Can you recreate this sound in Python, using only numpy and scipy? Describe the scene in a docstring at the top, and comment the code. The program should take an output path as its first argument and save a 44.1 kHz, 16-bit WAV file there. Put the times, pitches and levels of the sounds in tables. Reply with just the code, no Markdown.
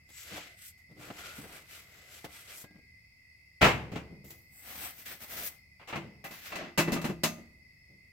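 """Close by, a metal blade scrapes in short pushes, easing a pizza onto a peel; it squeals and pings.
We are on a deck at dusk, a stereo microphone near a small steel oven on a glass-topped table.
The peel clatters on the table and is shuffled in and out of the oven; the door is knocked into place.
Scrapes are edges catching and slipping; knocks chatter and set steel and table ringing.
The fire rumbles softly underneath, and farther off crickets trill in the trees."""
import sys
import numpy as np
from scipy import signal
from scipy.fft import rfft, irfft, next_fast_len
from scipy.io import wavfile

SR = 44100
rng = np.random.default_rng(int(sys.argv[2]) if len(sys.argv) > 2 else 0)


def unload_wav(signal):
    """Save mono or channel-first audio to the path in sys.argv[1] as 16-bit WAV at rate SR, clipped to [-1, 1]."""
    wavfile.write(
        sys.argv[1],
        SR,
        np.round(np.clip(np.atleast_2d(signal).T, -1, 1) * 32767).astype(np.int16),
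    )


N = 358091
TIME = np.arange(N) / SR


def from_db(db):
    """Decibels to gain."""
    return 10 ** (np.asarray(db) / 20)


def rms_one(x):
    """Scale to rms 1."""
    return x / np.sqrt(np.mean(x ** 2) + 1e-20)


def at_hz(points, hz):
    """Read a spectrum on a log-frequency axis."""
    freqs, values = np.array(points).T
    return np.interp(np.log(hz), np.log(freqs), values)


def band(x, low, high, order=2):
    """Band-pass, edges in Hz."""
    sos = signal.butter(order, [low, min(high, .45 * SR)], "band", fs=SR, output="sos")
    return signal.sosfilt(sos, x + 1e-18)


def drift(turns_per_s):
    """A random wander with a spread of about 1."""
    return np.interp(TIME * turns_per_s, np.arange(4096), rng.standard_normal(4096))


def add(out, s, sound):
    """Mix a sound in at time s."""
    start = max(round(s * SR), 0)
    out[..., start:start + sound.shape[-1]] += sound[..., :N - start]


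# How alike the microphone's two channels are: (frequency [Hz], correlation [0-1])
LIKENESS = [(30, 0.7), (80, 0.96), (200, 0.9), (500, 0.82), (1000, 0.33), (2500, 0.14), (16000, 0)]
# Lean to the left at the microphone: (frequency [Hz], left minus right [dB])
BALANCE = [(60, 0), (400, 1.5), (1200, 0), (2400, 2.5), (5000, 0.5), (15000, 3)]
def coloured(sources, spectrum, ranges):
    """Two white sources become one stereo layer per range, rms 1; the channels agree in the bass only."""
    size = next_fast_len(N, real=True)
    hz = np.maximum(np.fft.rfftfreq(size, 1 / SR), 1)
    mid, side = rfft(sources, size)
    alike, left_right = at_hz(LIKENESS, hz), np.array([[1], [-1]])
    stereo = np.sqrt(1 + alike) * mid + np.sqrt(1 - alike) * side * left_right
    stereo *= from_db(at_hz(spectrum, hz) + left_right * at_hz(BALANCE, hz) / 2)
    rolloffs = [np.sqrt((1 + (low / hz) ** 8) * (1 + (hz / high) ** 8)) for low, high in ranges]
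    return [rms_one(irfft(stereo / rolloff, size)[:, :N]) for rolloff in rolloffs]


def air(level_db=-76):
    """A faint even hiss all around the deck."""
    return from_db(level_db) * rms_one(band(rng.standard_normal((2, N)), 500, 16220, order=1))


def trees(chorus, t60=0.7):
    """The trees scatter a distant sound on its way to the microphone."""
    t = TIME[:SR // 2]
    echoes = rng.standard_normal((2, len(t))) * from_db(-60 * t / t60)
    echoes /= np.linalg.norm(echoes, axis=1, keepdims=True)
    echoes[0, 0] = echoes[1, 5] = 0.36   # direct sound, reaching the left first
    return signal.oaconvolve(chorus[None], echoes, axes=1)[:, :N] * from_db([[-.5], [-1.5]])


# Choruses off in the trees:
# (pitch [Hz], spread [Hz], level [dB], wing strokes [1/s], slowest chirp rate [1/s])
CRICKETS = [(2032, 58, -62, 37, 2.5), (2136, 71, -69.5, 53, 3.1), (2530, 65, -71.5, 66, 0.59),
            (4590, 170, -75, 26, 3.8), (5180, 190, -76.5, 36, 1.6)]
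def crickets(pulse_depth=0.9, insects=5):
    """Each insect is a wavering tone, pulsed by its wing strokes and swelling in chirps."""
    chorus, turn = np.zeros(N), 2 * np.pi * TIME
    for hz, spread_hz, db, strokes, chirps in CRICKETS:
        voices = np.zeros(N)
        for detune in np.linspace(-1, 1, insects):
            wings = 1 + pulse_depth * np.sin(turn * strokes * rng.uniform(0.99, 1.0))
            chirp = 1 + 0.59 * np.sin(turn * chirps * rng.uniform(1.0, 1.3) + rng.uniform(0, 2 * np.pi))
            pitch = hz + spread_hz * (detune + .7 * drift(140))
            voices += chirp * wings * np.sin(2 * np.pi / SR * np.cumsum(pitch))
        chorus += from_db(db) * rms_one(voices)
    return chorus


# Low spectrum of the nearby fire and table: (frequency [Hz], relative level [dB])
RUMBLE_COLOUR = [(25, -8.5), (50, -10.5), (72, 3), (120, -4.5), (180, -9), (300, -21), (480, -27),
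                 (650, -26), (1000, -34), (2500, -52)]
def rumble(envelope):
    """Deep noise that follows an envelope."""
    return envelope * coloured(rng.standard_normal((2, N)), RUMBLE_COLOUR, [(20.6, 2000)])[0]


def fire(level_db=-66, flicker_db=1.5):
    """The fire rumbles in the oven, flickering slightly."""
    return rumble(from_db(level_db + flicker_db * drift(3.6)))


def stored(force, t60):
    """Energy held in a body that is fed by the force and loses 60 dB in t60 seconds."""
    return signal.lfilter([1], [1, -from_db(-60 / (t60 * SR)) ** 2], force ** 2 + 1e-18)


def table_boom(thuds, gain_db=-28.5, t60=2):
    """The table booms on after each thud."""
    return rumble(from_db(gain_db) * np.sqrt(stored(thuds, t60)))


def table_drone(flexing, gain_db=-6):
    """The table drones under the flexing sheet."""
    return rumble(from_db(gain_db) * flexing)


def ring(force, hz, t60):
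    """One mode: a unit tap starts a dying sine of rms 1, with a different phase in each channel."""
    decay, step = from_db(-60 / (t60 * SR)), 2 * np.pi * hz / SR
    swing = signal.lfilter([1], [1, -2 * decay * np.cos(step), decay ** 2], force + 1e-18)
    apart = np.arccos(at_hz(LIKENESS, hz)) * rng.choice([-1, 1]) / 2
    shifts = [[np.sin(phase), decay * np.sin(step - phase)] for phase in (apart, -apart)]
    return np.sqrt(2) * np.array([np.convolve(swing, shift)[:N] for shift in shifts])


def slips(per_s, uneven_db, size):
    """Random tiny contacts of uneven strength and either sign."""
    contacts = (rng.random(size) < per_s / SR) * rng.choice([-1, 1], size)
    return contacts * from_db(uneven_db * np.minimum(rng.exponential(1, size), 4))


def pushes(rows, drop_db=22.5, swell_shape=1.8, fade_shape=1.61):
    """Strength of flexing, rasp and hiss: each push of the hand speeds up to its peak, then slows."""
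    power = np.zeros((3, N))
    for peak_s, swell_s, fade_s, *levels_db in rows:
        t = TIME[(TIME > peak_s - 2 * swell_s) & (TIME < peak_s + 2 * fade_s)] - peak_s
        slowness = np.where(t < 0, np.abs(t / swell_s) ** swell_shape, np.abs(t / fade_s) ** fade_shape)
        strength = from_db(levels_db)[:, None] * from_db(-drop_db * slowness)
        add(power, peak_s + t[0], strength ** 2)
    return np.sqrt(power)


# Thin steel singing under every scrape: (frequency [Hz], relative level [dB], t60 [s])
SHEET_MODES = [(719, -5.5, 0.018), (1420, -18, 0.03), (2320, -15, 0.061), (3450, -18.5, 0.11),
               (7880, -9.5, 0.005), (12500, -15, 0.0048)]
def scrape(strengths, colour, slips_per_s, uneven_db, judder_db, modes_db):
    """An edge catches and slips thousands of times a second; the sheet's modes come and go."""
    ranges_hz = [(300, 1150), (1150, 6200), (6200, 17000)]   # flexing, rasp, edge hiss
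    pressure = from_db(judder_db * drift(90))
    grit = rms_one(slips(slips_per_s, uneven_db, (2, N)))
    out = np.zeros((2, N))
    for friction, (low, high), strength in zip(coloured(grit, colour, ranges_hz), ranges_hz, strengths):
        drive = pressure * strength
        out += drive * friction
        for hz, db, t60 in SHEET_MODES:
            if low <= hz < high:
                build_up = np.sqrt(t60 * SR / np.log(1e6))   # steady rubbing piles up energy in a mode
                out += ring(grit[0] * drive * drift(7), hz, t60) * from_db(db + modes_db) / build_up
    return out


def blows(rows, touches_per_s, first_touch):
    """Force of thud, clang and crack: a first touch, then a chatter of rebounds that swells and dies."""
    force, t = np.zeros((3, N)), TIME[:SR // 4]
    for s, *levels_db, chatter_s in rows:
        touches = slips(touches_per_s, 4.6, len(t)) * t / chatter_s * np.exp(-t / chatter_s)
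        touches /= np.linalg.norm(touches) + 1e-12
        touches[0] = first_touch * np.exp(-chatter_s / 0.0043)   # a flat, slow landing starts softly
        add(force, s, from_db(levels_db)[:, None] * touches / np.linalg.norm(touches))
    return force


# Registers of thud, clang and crack: (low edge [Hz], high edge [Hz])
REGISTERS = [(55, 450), (450, 3500), (3500, 17000)]
# Shudder of the deck furniture in each register: (t60 [s])
SHUDDER_T60 = [0.83, 0.47, 0.41]
def struck(forces, colour, modes, t60, shudder_db, modes_db, tick_db):
    """Each touch ticks; crowded modes die fast, a shudder lingers, single modes ring, the table booms."""
    out = table_boom(thuds=forces[0])
    crowds = coloured(rng.standard_normal((2, N)), colour, REGISTERS)
    for force, crowd, (low, high), shudder_t60 in zip(forces, crowds, REGISTERS, SHUDDER_T60):
        shudder = from_db(shudder_db) ** 2 * stored(force, shudder_t60)
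        out += crowd * np.sqrt(stored(force, t60) + shudder)
        out += from_db(tick_db) * band(force, low, high) * np.sqrt(SR / 2 / (high - low))
        for hz, db, ring_s in modes:
            if low <= hz < high:
                out += from_db(db + modes_db) * ring(force, hz, ring_s)
    return out


# Peel and door sliding at the oven mouth, close by:
# (peak time [s], swell [s], fade [s], flexing [dB], rasp [dB], edge hiss [dB])
PEEL_PUSHES = [(4.245, 0.0032, 0.26, -70, -73, -56), (4.306, 0.0033, 0.04, -72, -63.5, -48),
               (4.6, 0.12, 0.11, -71.5, -71.5, -56.5), (4.7, 0.09, 0.085, -57, -51.5, -47.5),
               (4.85, 0.2, 0.12, -52.5, -47, -43), (5.0, 0.072, 0.092, -64, -57.5, -50.5),
               (5.061, 0.0092, 0.14, -63, -48.5, -47.5), (5.12, 0.083, .08, -56, -51, -49),
               (5.225, 0.04, 0.072, -57, -51.5, -46.5), (5.32, 0.057, 0.091, -55.5, -49.5, -45),
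               (5.39, .09, 0.17, -50.5, -46.5, -41), (5.475, 0.064, 0.028, -63, -48, -36)]
DOOR_PUSHES = [(6.243, .002, 0.098, -70, -54, -50), (6.312, .004, 0.26, -60.5, -52, -52.5),
               (6.47, 0.076, 0.11, -73, -48.5, -52), (6.59, 0.13, 0.15, -48, -45.5, -81)]
# Spectrum of scraping in the oven: (frequency [Hz], relative level [dB])
OVEN_COLOUR = [(200, 14.5), (380, -3), (680, 2), (950, -4.5), (1300, -1), (2000, 5.5), (2700, 2.5),
               (4000, -2), (7700, -9.5), (9000, -12.5), (12500, -3.5), (15000, 2), (16000, -9.5)]
def oven_scrapes():
    """Steel rubs on stone and steel as the peel goes in and out and the door slides home."""
    peel, door = pushes(PEEL_PUSHES), pushes(DOOR_PUSHES)
    out = scrape(peel, OVEN_COLOUR, slips_per_s=5000, uneven_db=2.0, judder_db=1.07, modes_db=-3.0)
    out += scrape(door, OVEN_COLOUR, slips_per_s=5500, uneven_db=2.5, judder_db=0.8, modes_db=1.5)
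    return out + table_drone(flexing=peel[0])


# Door on the oven mouth, close by: (time [s], thud [dB], clang [dB], crack [dB], chatter [s])
DOOR_KNOCKS = [(6.241, -48, -40.5, -52, 0.0057), (6.309, -52, -51.5, -56, 0.0021),
               (6.448, -76, -55, -49, 0.0054), (6.521, -52, -37, -53, 0.0029),
               (6.556, -43.5, -38, -44, 0.00089), (6.578, -41.5, -40.5, -66, 0.029),
               (6.776, -24, -21.5, -26, 0.0074), (6.868, -29, -34.5, -51, 0.013),
               (6.92, -25.5, -34.5, -33.5, 0.0054), (6.955, -35, -35.5, -51, 0.0074),
               (7.015, -37, -45, -46, 0.0015), (7.043, -30, -33.5, -39.5, 0.0051),
               (7.085, -31.5, -41.5, -51, 0.0075), (7.235, -30.5, -26.5, -25, 0.004),
               (7.37, -46.5, -67, -65, 0.0092)]
# The door's crowded modes: (frequency [Hz], relative level [dB])
DOOR_COLOUR = [(40, -35), (70, -25.5), (170, 2.5), (290, 0), (480, -9.5), (600, 0), (790, -4), (920, -2),
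               (2600, -6), (3200, -13.5), (7700, -16.5), (9000, -23), (12500, -18), (16000, -23)]
# Its clear modes: (frequency [Hz], relative level [dB], t60 [s])
DOOR_MODES = [(164.7, -9.5, 0.53), (199.7, -12, 0.35), (231.4, -13, 0.53), (342, -9.5, 0.45),
              (617, -12, 0.34), (683, -16, 0.34), (785.5, -8, 0.22), (1027, -14, 0.14), (1218, -14, 0.33),
              (2000, -11, 0.32), (2644, -8.5, 0.28), (4100, -12, 0.18), (5440, -21, 0.15),
              (6390, -11, 0.28), (8140, -5.5, 0.082)]
def door_knocks():
    """The steel door clangs as it is knocked into place."""
    forces = blows(DOOR_KNOCKS, touches_per_s=1200, first_touch=2.0)
    return struck(forces, DOOR_COLOUR, DOOR_MODES, t60=0.16, shudder_db=-18.5, modes_db=-3.5, tick_db=10)


# Peel on the table, near the microphone, and two light steel ticks at the oven mouth (4.242 s, 4.304 s): (time
# [s], thud [dB], clang [dB], crack [dB], chatter [s])
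PEEL_KNOCKS = [(3.61, -19.5, -11.5, -24, 0.018), (3.917, -36, -48, -52, 0.0061),
               (3.945, -35.5, -37.5, -47.5, 0.013), (4.1, -44.5, -79, -80, 0.018),
               (4.242, -52.5, -69.5, -68, 0.0036), (4.304, -57, -61.5, -57.5, 0.0037),
               (5.795, -63, -50, -68.5, 0.01), (5.875, -56, -42.5, -47, 0.0065),
               (5.897, -57, -43.5, -52, 0.0063), (5.927, -44.5, -33, -57, 0.004),
               (5.945, -34.5, -35.5, -45.5, 0.0092), (6.03, -46, -69, -68, 0.0093),
               (7.88, -57, -91, -82, 0.025)]
# The table's crowded modes: (frequency [Hz], relative level [dB])
TABLE_COLOUR = [(30, -28.5), (60, -7.5), (140, 4), (330, -3.5), (480, -3), (850, -1), (1000, -2),
                (1400, -4), (2700, -5.5), (3500, -15.5), (5000, -20), (7800, -23.5), (9300, -31.5),
                (16000, -28)]
# Its clear modes: (frequency [Hz], relative level [dB], t60 [s])
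TABLE_MODES = [(71.65, -20.5, 1.0), (113.8, -17, .8), (137, -13, 0.62), (168, -18.5, 0.55),
               (196.4, -11, 0.7), (334, -11, 0.41), (542, -20, 0.21), (866, -29, 0.37), (1344, -15, 0.17),
               (2150, -18.5, 0.38), (2370, -17, 0.31), (2590, -23, 0.24)]
def peel_clatter():
    """The peel lands and rebounds, shaking the glass-topped table; steel ticks lightly at the oven mouth."""
    forces = blows(PEEL_KNOCKS, touches_per_s=870, first_touch=1.8)
    return struck(forces, TABLE_COLOUR, TABLE_MODES, t60=0.14, shudder_db=-13, modes_db=-1, tick_db=9)


# Blade on the peel, near the microphone: (time [s], thud [dB], clang [dB], crack [dB], chatter [s])
BLADE_TAPS = [(0.09, -64, -60, -54, 0.0044), (0.314, -41.5, -45, -56, 0.0084),
              (0.355, -53, -37, -43, 0.012), (0.884, -49, -62, -66, 0.021), (0.958, -43.5, -62, -72, 0.018),
              (1.072, -50, -47, -58, 0.0067), (1.102, -42, -39.5, -68, 0.0014),
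              (1.38, -40.5, -66, -63, 0.0093), (1.43, -46, -45.5, -59, 0.0093),
              (1.495, -59, -51, -67, 0.001), (2.243, -43.5, -38, -45, 0.0035),
              (2.64, -48, -48.5, -62, 0.0014), (2.707, -52, -67, -72, 0.002), (2.746, -52, -63, -76, 0.006),
              (2.785, -53, -69, -80, 0.0046)]
# Crowded modes of blade and peel: (frequency [Hz], relative level [dB])
TAP_COLOUR = [(50, -9.5), (170, 9.5), (330, -2), (480, -4), (720, -3), (950, -9.5), (1400, -9),
              (3000, -15.5), (8000, -20), (16000, -19)]
# Their clear modes: (frequency [Hz], relative level [dB], t60 [s])
TAP_MODES = [(301, -8.5, 0.3), (705, -22, 0.19), (1365, -13, 0.061)]
def blade_taps():
    """The blade bumps the peel, and both ring briefly."""
    forces = blows(BLADE_TAPS, touches_per_s=1100, first_touch=1.3)
    return struck(forces, TAP_COLOUR, TAP_MODES, t60=0.067, shudder_db=-20.5, modes_db=-5, tick_db=-1)


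def blade_squeal(peak_s=1.28, half_width_s=0.1, hz=1420, level_db=-53.5, t60=0.035):
    """Pressed hard, the sliding blade briefly excites one bending mode."""
    pressure = np.exp(-((TIME - peak_s) / half_width_s) ** 2)
    return from_db(level_db) * pressure * rms_one(ring(slips(3000, 2.2, N), hz, t60))


def blade_ping(start_s=2.64, hz=1630, level_db=-62, t60=0.72):
    """The blade slips off the peel and rings free on one clear mode."""
    out, t = np.zeros(N), TIME[:SR]
    add(out, start_s, np.sin(2 * np.pi * hz * t) * from_db(level_db - 60 * t / t60))
    return out


# Blade sliding under the pizza, near the microphone:
# (peak time [s], swell [s], fade [s], flexing [dB], rasp [dB], edge hiss [dB])
BLADE_PUSHES = [(0.2, 0.11, 0.28, -89, -55.5, -52.5), (0.36, 0.15, 0.2, -56.5, -46, -57),
                (0.63, 0.081, 0.12, -78, -57.5, -58.5), (0.685, 0.11, 0.043, -88, -69, -50.5),
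                (0.785, .02, .08, -82, -75, -70), (1.03, 0.068, 0.25, -55, -55, -58),
                (1.2, 0.077, 0.11, -57, -50, -54), (1.28, 0.081, 0.12, -57.5, -47.5, -55),
                (1.38, 0.088, 0.17, -56, -55, -54), (1.55, .13, 0.13, -56.5, -54, -56.5),
                (1.74, 0.095, 0.15, -63.5, -52.5, -54), (1.98, 0.25, 0.43, -67, -61.5, -64),
                (2.15, 0.092, 0.17, -64.5, -56, -55.5), (2.37, 0.11, 0.17, -65, -54.5, -55.5),
                (2.51, 0.074, 0.092, -60, -51, -55.5), (2.61, 0.15, 0.056, -65, -60, -48.5)]
# Spectrum of its scraping: (frequency [Hz], relative level [dB])
BLADE_COLOUR = [(200, -6.5), (450, -9.5), (700, -8.5), (1000, -13.5), (1400, -4), (1750, -3), (2400, 0.5),
                (4200, -6), (6500, -10.5), (8000, -7.5), (9400, -14), (12500, -6.5), (16000, -14.5)]
def blade_scrapes():
    """The thin blade flexes and rasps across the peel in short pushes."""
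    blade = pushes(BLADE_PUSHES)
    out = scrape(blade, BLADE_COLOUR, slips_per_s=6000, uneven_db=2.0, judder_db=1.24, modes_db=1.5)
    return out + table_drone(flexing=blade[0])


def scene():
    """From the table side: crickets and fire behind; door, peel and blade in front."""
    background = air() + trees(crickets()) + fire()
    loading = oven_scrapes() + door_knocks() + peel_clatter()
    blade = blade_taps() + blade_squeal() + blade_ping() + blade_scrapes()
    return background + loading + blade


def record(dry, cutoff_hz=16000):
    """The microphone signal is cut steeply at the top."""
    return signal.sosfilt(signal.ellip(12, .2, 80, cutoff_hz, fs=SR, output="sos"), dry)


dry = scene()
out = record(dry)
unload_wav(out)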